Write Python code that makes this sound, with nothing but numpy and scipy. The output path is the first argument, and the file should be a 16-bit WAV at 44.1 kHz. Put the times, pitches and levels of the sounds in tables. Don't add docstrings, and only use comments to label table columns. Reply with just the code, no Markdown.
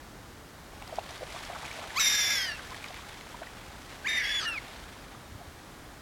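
import sys
import numpy as np
from scipy import signal
from scipy.fft import rfft, irfft, next_fast_len
from scipy.io import wavfile

SR = 44100
rng = np.random.default_rng(int(sys.argv[2]) if len(sys.argv) > 2 else 0)


def bounce(signal):
    frames = np.transpose(np.atleast_2d(signal))
    limited = np.clip(frames, -1, 1)
    pcm = np.round(limited * 32767).astype(np.int16)
    wavfile.write(sys.argv[1], SR, pcm)


N = 265237
T = np.arange(N) / SR


def undb(db):
    return 10 ** (np.asarray(db) / 20)


def unit(x):
    return x / np.sqrt(np.mean(np.abs(x) ** 2))


def curves(rows):
    s, *columns = np.transpose(rows)
    return [np.interp(T, s, c) for c in columns]


def gate(start_s, end_s, edge_s):
    inside_s = np.minimum(T - start_s, end_s - T)
    return np.clip(inside_s / edge_s + .5, 0, 1)


def hump(centre_s, width_s):
    return np.exp(-((T - centre_s) / width_s) ** 2)


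def colour(x, points):
    point_hz, point_db = np.transpose(points)
    size = next_fast_len(N)
    hz = np.maximum(np.arange(size // 2 + 1) * SR / size, 1)
    gain = undb(np.interp(np.log(hz), np.log(point_hz), point_db))
    return unit(irfft(rfft(x, size) * gain, size)[:N])


def wander(rate_hz):
    lowpass = signal.butter(2, rate_hz, fs=SR, output="sos")
    return unit(signal.sosfilt(lowpass, rng.standard_normal(N)))


def add(out, start_s, sound):
    i = int(start_s * SR)
    out[i:i + len(sound)] += sound[:N - i]


def turns(hz):
    return 2 * np.pi * np.cumsum(hz) / SR


def harmonics(phase, tones):
    return sum(undb(db) * np.sin(round(k) * phase) for k, db in tones)


# freq_hz, density_db
AIR_SPECTRUM = [(15, -26), (25, -5), (45, 0), (65, -1.5), (188, -7.5), (291, -7.5), (427, -11), (503, -12),
                (661, -12.5), (822, -11.5), (892, -13), (1270, -14), (1700, -15.5), (2050, -18.5),
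                (2520, -23), (3490, -23), (6360, -26.5), (17000, -35.5)]
AIR_RMS_DB = -48


def air():
    return colour(rng.standard_normal(N), AIR_SPECTRUM) * undb(AIR_RMS_DB)


def bubble(hz, ring_s, glide_oct):
    age = T[:int(2 * ring_s * SR)] / ring_s
    swell = age ** 2 * np.exp(-11 * age)
    return swell / swell.max() * np.sin(turns(hz * 2 ** (glide_oct * age)))


# start_s, level_db, pitch_hz
MIC_BUMPS = [(5.062, -48, 88), (5.317, -36.5, 84.5), (5.349, -35.5, 89), (5.475, -38.5, 80)]


def bumps():
    out = np.zeros(N)
    for start_s, level_db, pitch_hz in MIC_BUMPS:
        add(out, start_s, undb(level_db) * bubble(pitch_hz, ring_s=0.033, glide_oct=0))
    return out


# time_s, relative_db
STIR_COURSE = [(0.0, -69), (0.526, -73), (0.982, -55.5), (1.65, -50.5), (2.85, -53.5), (3.5, -58.5),
               (4.75, -56), (5.3, -66)]
# centre_s, change_db
STIR_SWELLS = [(1.36, 1), (1.54, -1), (1.65, 0.5)]
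STIR_GAIN_DB, SWELL_WIDTH_S = 8, 0.03


def stirring():
    course_db, = curves(STIR_COURSE)
    swells_db = sum(change_db * hump(s, SWELL_WIDTH_S) for s, change_db in STIR_SWELLS)
    return undb(course_db + STIR_GAIN_DB + swells_db)


# freq_hz, gain_db
SPLASH_SPECTRUM = [(150, -14.5), (400, -4.5), (750, 0), (1100, -1), (2300, 0), (2700, -3.5), (3500, -2),
                   (5500, -9.5), (8000, -13), (12000, -20), (16000, -43)]


def splashing(count=2000, db_per_log_size=1.0, bubbles_db=-7.0, spray_db=-2):
    fizz = np.zeros(N)
    for when, pitch, size in rng.random((count, 3)):
        hz = 550 * 12 ** pitch
        gain = undb(db_per_log_size * np.log(size + 0.013)) * np.sqrt(hz)
        add(fizz, when * T[-1], gain * bubble(hz, ring_s=11 / hz, glide_oct=0.031))
    crackle_db = 2.8 * wander(1500) + 1.9 * wander(45)
    spray = rng.standard_normal(N) * undb(crackle_db)
    bubbles = undb(bubbles_db) * colour(fizz, SPLASH_SPECTRUM)
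    return stirring() * (bubbles + undb(spray_db) * colour(spray, SPLASH_SPECTRUM))


# start_s, peak_db, pitch_hz, spray_decay_ms, spray_0_1
SHARP_DROPS = [(.823, -33.5, 2280, 1.6, .3), (.877, -37.5, 3800, 1.2, 1), (.957, -35, 4700, 2.8, 1),
               (.992, -32.5, 2700, 2.9, 0.5), (1.108, -35, 5000, 2.4, 1), (1.178, -37, 4020, 2, 1),
               (1.325, -35, 3800, 2.4, 1), (1.39, -33, 2175, 2, 0.5), (1.437, -33, 2300, .6, .8),
               (1.451, -34, 4260, 2.8, 1), (1.534, -36, 2240, 1.6, 0.2), (1.652, -30.5, 2410, 1.6, 0.14),
               (1.713, -30, 2260, 1.8, 0.1), (1.728, -33, 4100, 1.5, 1), (2.706, -35, 4400, 1.6, 1),
               (2.745, -28.5, 1860, 1.8, 0.47), (2.842, -27, 2130, 1.7, 0.7),
               (2.885, -31.5, 3800, 0.81, .8), (2.943, -31.5, 2360, .7, 0.34),
               (3.21, -34.5, 2070, 1.5, 0.4)]


def drops(ring_cycles=4.1):
    out, t = np.zeros(N), T[:SR // 50]
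    for start_s, peak_db, hz, decay_ms, spray in SHARP_DROPS:
        edges_hz = [hz, min(hz * 1.32, SR / 3)]
        band = signal.butter(1, edges_hz, "bandpass", fs=SR, output="sos")
        burst = rng.standard_normal(len(t)) * np.exp(-1000 * t / decay_ms)
        tick = signal.sosfilt(band, burst)
        ring = np.sin(2 * np.pi * hz * t) * np.exp(-t * hz / ring_cycles) * (1 - np.exp(-t * hz))
        hit = spray * tick / np.abs(tick).max() + .5 * ring
        add(out, start_s, undb(peak_db) * hit / np.abs(hit).max())
    return out


def plop(crest_s, hz, width_s, slosh_db, stretch=4.0, spread=1.38):
    t = T[:SR // 8] - T[SR // 16]
    ratio = max(spread, 1.1)
    band = signal.butter(2, [hz / ratio, hz * ratio], "bandpass", fs=SR, output="sos")
    noise = unit(signal.sosfilt(band, rng.standard_normal(len(t))))
    slosh = noise * np.exp(-(t / (stretch * width_s)) ** 2)
    ring = np.sin(2 * np.pi * hz * t) * np.exp(-(t / width_s) ** 2)
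    out = np.zeros(N)
    add(out, crest_s + t[0], ring + undb(slosh_db) * slosh)
    return out


# crest_s, level_db, pitch_hz, half_width_ms, slosh_db (re ring)
LOUD_PLOPS = [(.735, -45, 690, 3.3, -12), (.824, -36, 780, 3, -13), (.897, -41, 800, 3, -12),
              (.929, -34, 644, 3.5, -14), (.937, -36, 637, 2.5, -12), (.987, -23, 715, 3.2, -15),
              (1.109, -40, 690, 4, -12), (1.212, -38, 667, 3.8, -17), (1.224, -36, 570, 3.5, -15),
              (1.232, -31, 540, 3.8, -14), (1.348, -39, 670, 4.8, -13), (1.367, -39, 1150, 3.5, -5.5),
              (1.409, -41, 840, 4, -12), (1.503, -36.5, 720, 4.4, -8), (1.533, -37.5, 690, 4.8, -12),
              (1.559, -39, 1050, 3, -1.5), (1.582, -39.5, 650, 4, -11), (1.632, -40, 900, 3.2, -5),
              (1.792, -40, 650, 4.5, -8), (1.819, -38.5, 1030, 3, -7), (1.831, -40, 700, 3, -8),
              (1.841, -41, 1300, 3, -5), (1.865, -37, 620, 4, -9.5), (1.906, -38, 1750, 3, -7),
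              (2.595, -37, 1570, 4.1, -11), (2.72, -40.5, 1034, 9.6, -14), (2.907, -37.5, 780, 3, -11),
              (2.994, -41, 1120, 3, -10), (3.347, -36.5, 970, 4.2, -21), (3.421, -32.5, 680, 3.4, -14),
              (3.433, -39.5, 1500, 2.2, -5.5), (3.473, -40, 1930, 3, -24), (5.151, -41.5, 1180, 2.1, -12),
              (5.416, -44, 704, 8.2, -16)]
PLOP_GLIDE_OCT = 0.15


def plops(count=60, small_db=-7.0, spread_db=10, low_hz=680, octaves=1.34, ring_s=0.021):
    loud = sum(undb(level_db) * plop(crest_s, hz, half_width_ms / 1000, slosh_db)
               for crest_s, level_db, hz, half_width_ms, slosh_db in LOUD_PLOPS)
    small = np.zeros(N)
    for when, pitch, size in rng.random((count, 3)):
        hz = low_hz * 2 ** (octaves * pitch)
        add(small, when * T[-1], undb(small_db - spread_db * size) * bubble(hz, ring_s, PLOP_GLIDE_OCT))
    churn = 1 + .15 * wander(300)
    return (loud + small * stirring()) * churn


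# start_s, end_s, start_hz, end_hz, level_db (before swell), swell_db
OPENING_YELPS = [(1.96, 1.995, 990, 1400, -24, 4.5), (4.044, 4.077, 763, 1236, -16, 15)]
# freq_hz, gain_db
YELP_1_THROAT = [(950, -3), (1250, -3), (1450, 1), (1900, -7), (2250, -2), (2480, 2.5), (2750, -11),
                 (3000, -7), (3350, -3), (3650, -19), (4100, -7), (4650, 1), (5100, -11), (5600, -15),
                 (5950, -17), (6550, -5), (7400, -18), (9300, -35), (12000, -20), (16000, -27)]
YELP_2_THROAT = [(750, -12), (1150, -7), (1600, 8.5), (2000, 5.5), (2350, 7.5), (2650, 2), (3000, 2),
                 (3600, -21), (4700, -5), (5400, -27), (6800, -5), (7500, -26), (9500, -27), (11300, -20),
                 (16000, -40)]
YELP_EDGE_S = .008


def yelp(row, throat, dull_db, jitter=0.011, bend=1.3, count=12):
    start_s, end_s, start_hz, end_hz, level_db, swell_db = row
    progress = np.clip((T - start_s) / (end_s - start_s), 0, 1) ** bend
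    hz = start_hz * (end_hz / start_hz) ** progress
    tones = []
    for k in range(1, count + 1):
        dulling_db = dull_db * (k > 2) * (1 - progress)
        tones.append((k, np.interp(k * hz, *np.transpose(throat)) - dulling_db))
    voice = harmonics(turns(hz * (1 + jitter * wander(420))), tones)
    voice = voice / voice[(T > start_s) & (T < end_s)].std()
    swell = undb(level_db - swell_db * (1.5 - progress))
    return voice * swell * gate(start_s, end_s, YELP_EDGE_S)


# multiple, level_db
BUZZ_PARTIALS = [(6, -52), (7, -53), (8, -69)]
# freq_hz, gain_db
CROAK_SPECTRUM = [(1400, -4), (2700, -5), (3900, 1), (4800, 2.5), (5300, 1), (5700, -5), (6200, -1),
                  (6800, -17), (8400, -11.5), (9500, -29), (16000, -36)]
CROAK_START_S, CROAK_END_S, CROAK_DB = 4.403, 4.461, -37.5
BUZZ_START_S, BUZZ_END_S = 4.475, 4.508


def croak(course, jitter=0.06, hiss=0.87):
    hz, = curves(course)
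    phase = turns(hz / 2 * (1 + jitter * wander(590)))
    pulses = unit(sum(np.cos(k * phase) for k in range(1, 10)))
    puffs = unit(rng.standard_normal(N) * (1 + np.cos(phase)))
    hoarse = unit(colour(pulses, CROAK_SPECTRUM) + hiss * colour(puffs, CROAK_SPECTRUM))
    buzz_phase = turns(hz / 2 * (1.01 + 0.003 * wander(300)))
    buzz = harmonics(buzz_phase, BUZZ_PARTIALS) * gate(BUZZ_START_S, BUZZ_END_S, 0.012)
    return undb(CROAK_DB) * hoarse * gate(CROAK_START_S, CROAK_END_S, 0.012) + buzz


BEAK_HZ, BEAK_WIDTH_HZ, BEAK_DB = 11120, 170, 15


def beak(x):
    b, a = signal.iirpeak(BEAK_HZ, BEAK_HZ / BEAK_WIDTH_HZ, fs=SR)
    return x + (undb(BEAK_DB) - 1) * signal.lfilter(b, a, x)


def whistle(phase, effort_db, tones, flutter_db, overtone_flutter_db=3.5, brighten=0.19):
    out = np.sin(phase)
    for k, db in tones[1:]:
        smear_rad = .38 * (k - 1) * wander(450)
        level_db = db + brighten * (k - 1) * effort_db + overtone_flutter_db * wander(42)
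        out = out + undb(level_db) * np.sin(round(k) * phase + smear_rad)
    return out * np.sqrt(2) * unit(undb(flutter_db * wander(98)))


# start_s, end_s, pitch_share (of whistle), purity_0_1
CLEAR_LOCKS = [(2.002, 2.015, 0.58, 0.7), (2.002, 2.017, 0.3, 0.17), (2.042, 2.056, 0.62, .45),
               (2.066, 2.096, 0.586, 0.8), (2.139, 2.2, .459, 0.25), (2.295, 2.321, .6, .3),
               (2.488, 2.527, 0.61, 0.7), (4.174, 4.19, 0.54, 0.8), (4.253, 4.261, 0.62, 1),
               (4.268, 4.274, 0.66, 0.8), (4.288, 4.293, 0.66, 0.6), (4.294, 4.318, 0.51, 0.67),
               (4.452, 4.482, 0.62, 0.8), (4.478, 4.506, 0.5, 0.7), (4.538, 4.552, 0.52, 0.68)]


def locked_tone(phase):
    tone, held = 0, 0
    for start_s, end_s, share, purity in CLEAR_LOCKS:
        weight = np.clip(purity, 0, 1) * gate(start_s, end_s, 0.0049)
        tone = tone + np.sqrt(weight) * np.exp(1j * share * phase)
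        held = held + weight
    return tone, np.clip(held, 0, 1)


def limit(swing, ceiling=3.7):
    return unit(swing / np.sqrt(1 + np.abs(unit(swing) / ceiling) ** 2))


def share_air(voice):
    power = np.abs(signal.hilbert(voice)) ** 2 + 1e-9
    quick_window, slow_window = np.hanning(SR // 1800), np.hanning(SR // 60)
    quick = signal.fftconvolve(power, quick_window / quick_window.sum(), "same")
    slow = signal.fftconvolve(power, slow_window / slow_window.sum(), "same")
    return voice * np.sqrt(2.2 / (1 + quick / slow))


# time_s, pitch_hz
PITCH_1 = [(1.996, 3816), (2.012, 3803), (2.048, 3680), (2.084, 3614), (2.098, 3686), (2.23, 3558),
           (2.252, 3490), (2.328, 3567), (2.396, 3294), (2.448, 3152), (2.504, 2840), (2.56, 2689),
           (2.578, 2530)]
PITCH_2 = [(4.08, 3687), (4.175, 3652), (4.205, 3580), (4.226, 3408), (4.252, 3300), (4.31, 3418),
           (4.36, 3447), (4.4, 3354), (4.462, 2896), (4.54, 2617), (4.566, 2414), (4.59, 2047)]
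# onset_db, fade_db_per_s, fade_db_per_oct2 (negative grows)
LEVELS_1 = [(-29, 16.5, 27), (-34.5, -2.5, 42), (-30, 6.5, 72), (-31, 2.5, 119)]
LEVELS_2 = [(-34, -3, 21.8), (-31, 22.5, 6.7), (-45, 17, 42), (-44, -17, 92)]
# pitch_share (of whistle at onset), width_hz, level_db, sum_tone_db
MODES_1 = [(.457, 29.7, 5, 7), (.518, 129, -0.5, -16), (.574, 40, 7.5, 15), (.64, 190, 4, -18)]
MODES_2 = [(.485, 54.6, 10.6, 2.7), (.56, 110.3, 10.4, 1), (.63, 149.6, 9, 12)]
# freq_hz, gain_db
LOWER_THROAT_1 = [(900, -2), (1450, -3.5), (1620, 1.5), (1900, 0), (2120, 0.5), (2400, 0), (3000, 1)]
LOWER_THROAT_2 = [(900, -5), (1250, 1.5), (1450, -3), (1650, -1), (2050, 1), (2450, -0.5), (2650, -4),
                  (3200, -9)]
# multiple, level_db
PARTIALS_1 = [(1, -1), (2, -8.5), (3, -17), (4, -27)]
PARTIALS_2 = [(1, 3), (2, -17.5), (3, -31.5), (4, -39)]
# freq_hz, gain_db
RASP_SPECTRUM_1 = [(600, -54), (1200, -7), (2300, 1.5), (2900, -2.5), (3400, 0), (4200, -2), (5400, 3),
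                   (6600, -5.5), (8300, -31), (9500, -17), (11200, -13), (13300, -11), (16000, -43)]
RASP_SPECTRUM_2 = [(600, -20), (1300, -14), (2300, 8), (2750, 12), (3150, 9), (3700, -4), (4200, -2),
                   (4700, 8), (5300, -7), (6400, -7), (7300, -22), (8700, -11), (10000, -23), (13000, -28),
                   (16000, -32)]
# centre_s, width_s, whistle_loss_db, lower_gain_db, sums_and_rasp_gain_db, lower_sag_oct
VOICE_SHIFTS = [(2.078, .008, -3, -3, 0.5, 0), (2.089, 0.0022, 3, -5, -6, 0.022),
                (2.108, 0.0025, 9, -14, 0, 0), (4.215, 0.02, 17, 4.5, -0.5, 0.022),
                (4.265, 0.05, 4.5, -0.5, 3.5, 0), (4.378, 0.029, -4.5, 0, -1.5, 0),
                (4.432, 0.025, 13, 1.5, -1, 0.29), (4.487, .02, -4, 1.5, -10, 0.0041)]
ROUGH_LEAD_S = 0.029
LOCK_DB = 6
THROAT_HZ, THROAT_WIDTH_HZ, THROAT_DB = 2190, 170, 11.5


def scream(course, layers, lower, lower_throat, tones, rasp_colour, jitter, flutter_db,
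           top_db, under_db, throb_db, smear_rad, follow):
    hz, = curves(course)
    start_s, end_s = course[0][0], course[-1][0]
    age_s = np.clip(T - start_s, 0, end_s - start_s)
    sunk_oct = np.log2(hz[0] / hz)
    whistle_db, lower_db, sums_db, rasp_db = (
        onset_db - fade * age_s - sink * sunk_oct ** 2 for onset_db, fade, sink in layers)
    loss_db, lower_gain_db, rough_gain_db, sag_oct = sum(
        np.outer(changes, hump(s, width_s)) for s, width_s, *changes in VOICE_SHIFTS)

    pitch_hz = hz * (1 + jitter * wander(360) + 0.002494 * wander(61))
    phase = turns(pitch_hz)
    lower_phase = turns(pitch_hz * 2 ** ((1 - follow) * sunk_oct - sag_oct))
    low, mixed = 0, 0
    for share, width_hz, level_db, sum_tone_db in lower:
        slip = turns(8 * np.sqrt(width_hz) * wander(290))
        surge = unit(undb(1.7 * wander(1.0 * width_hz)))
        mode = surge * np.exp(1j * (share * lower_phase + slip))
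        low = low + undb(level_db) * mode
        mixed = mixed + undb(sum_tone_db) * mode
    tone, held = locked_tone(phase)
    low = limit(low) * np.sqrt(1 - held) + tone
    mixed = limit(mixed) * np.sqrt(1 - held ** 2) + tone * np.sqrt(held)

    carrier = np.exp(1j * (phase + smear_rad * (1 - held) * wander(280)))
    above = mixed * (carrier + undb(top_db) * (carrier ** 2 + carrier ** 3))
    under = undb(under_db) * np.conj(mixed) * carrier ** 2
    sums = unit((above + under).real)
    rasp = colour(rng.standard_normal(N) * np.sqrt(np.abs(low)), rasp_colour)

    throat_db = THROAT_DB * np.exp(-((hz - THROAT_HZ) / THROAT_WIDTH_HZ) ** 2)
    effort_db = whistle_db - loss_db - whistle_db[0]
    clear = undb(whistle_db - loss_db + throat_db) * whistle(phase, effort_db, tones, flutter_db)
    lower_voice = undb(lower_db + lower_gain_db + LOCK_DB * held) * colour(low.real, lower_throat)
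    throb = undb(rough_gain_db) * unit(undb(throb_db * wander(140)))
    sums_and_rasp = undb(sums_db + LOCK_DB * held / 2) * sums + undb(rasp_db) * rasp
    rough = (lower_voice + throb * sums_and_rasp) * gate(0, end_s - ROUGH_LEAD_S, 0.015)
    return gate(start_s, end_s, 0.0029) * share_air(clear + rough)


def gulls():
    first = scream(PITCH_1, LEVELS_1, MODES_1, LOWER_THROAT_1, PARTIALS_1, RASP_SPECTRUM_1,
                   jitter=0.008, flutter_db=1.9, top_db=-20, under_db=-9,
                   throb_db=0.9, smear_rad=0.16, follow=0.7)
    second = scream(PITCH_2, LEVELS_2, MODES_2, LOWER_THROAT_2, PARTIALS_2, RASP_SPECTRUM_2,
                    jitter=0.0044, flutter_db=1.6, top_db=-17.5, under_db=-9,
                    throb_db=2.0, smear_rad=0.38, follow=0.9)
    dry = first + beak(second + croak(PITCH_2))
    dry = dry + yelp(OPENING_YELPS[0], YELP_1_THROAT, dull_db=2.0)
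    dry = dry + yelp(OPENING_YELPS[1], YELP_2_THROAT, dull_db=13.0)
    wash = colour(rng.standard_normal(N), [(500, 0), (2500, 0), (9000, -14)])
    banks = wash * undb(-60 * T / 1.0) * (T > .03)
    return dry + undb(-27) * signal.fftconvolve(dry, banks / np.linalg.norm(banks))[:N]


def scene():
    return (air() + bumps() + splashing() + drops() + plops() + gulls())[None]


TOP_HZ = 16800


def record(dry):
    return signal.sosfilt(signal.ellip(8, .2, 70, TOP_HZ, fs=SR, output="sos"), dry)


dry = scene()
out = record(dry)
bounce(out)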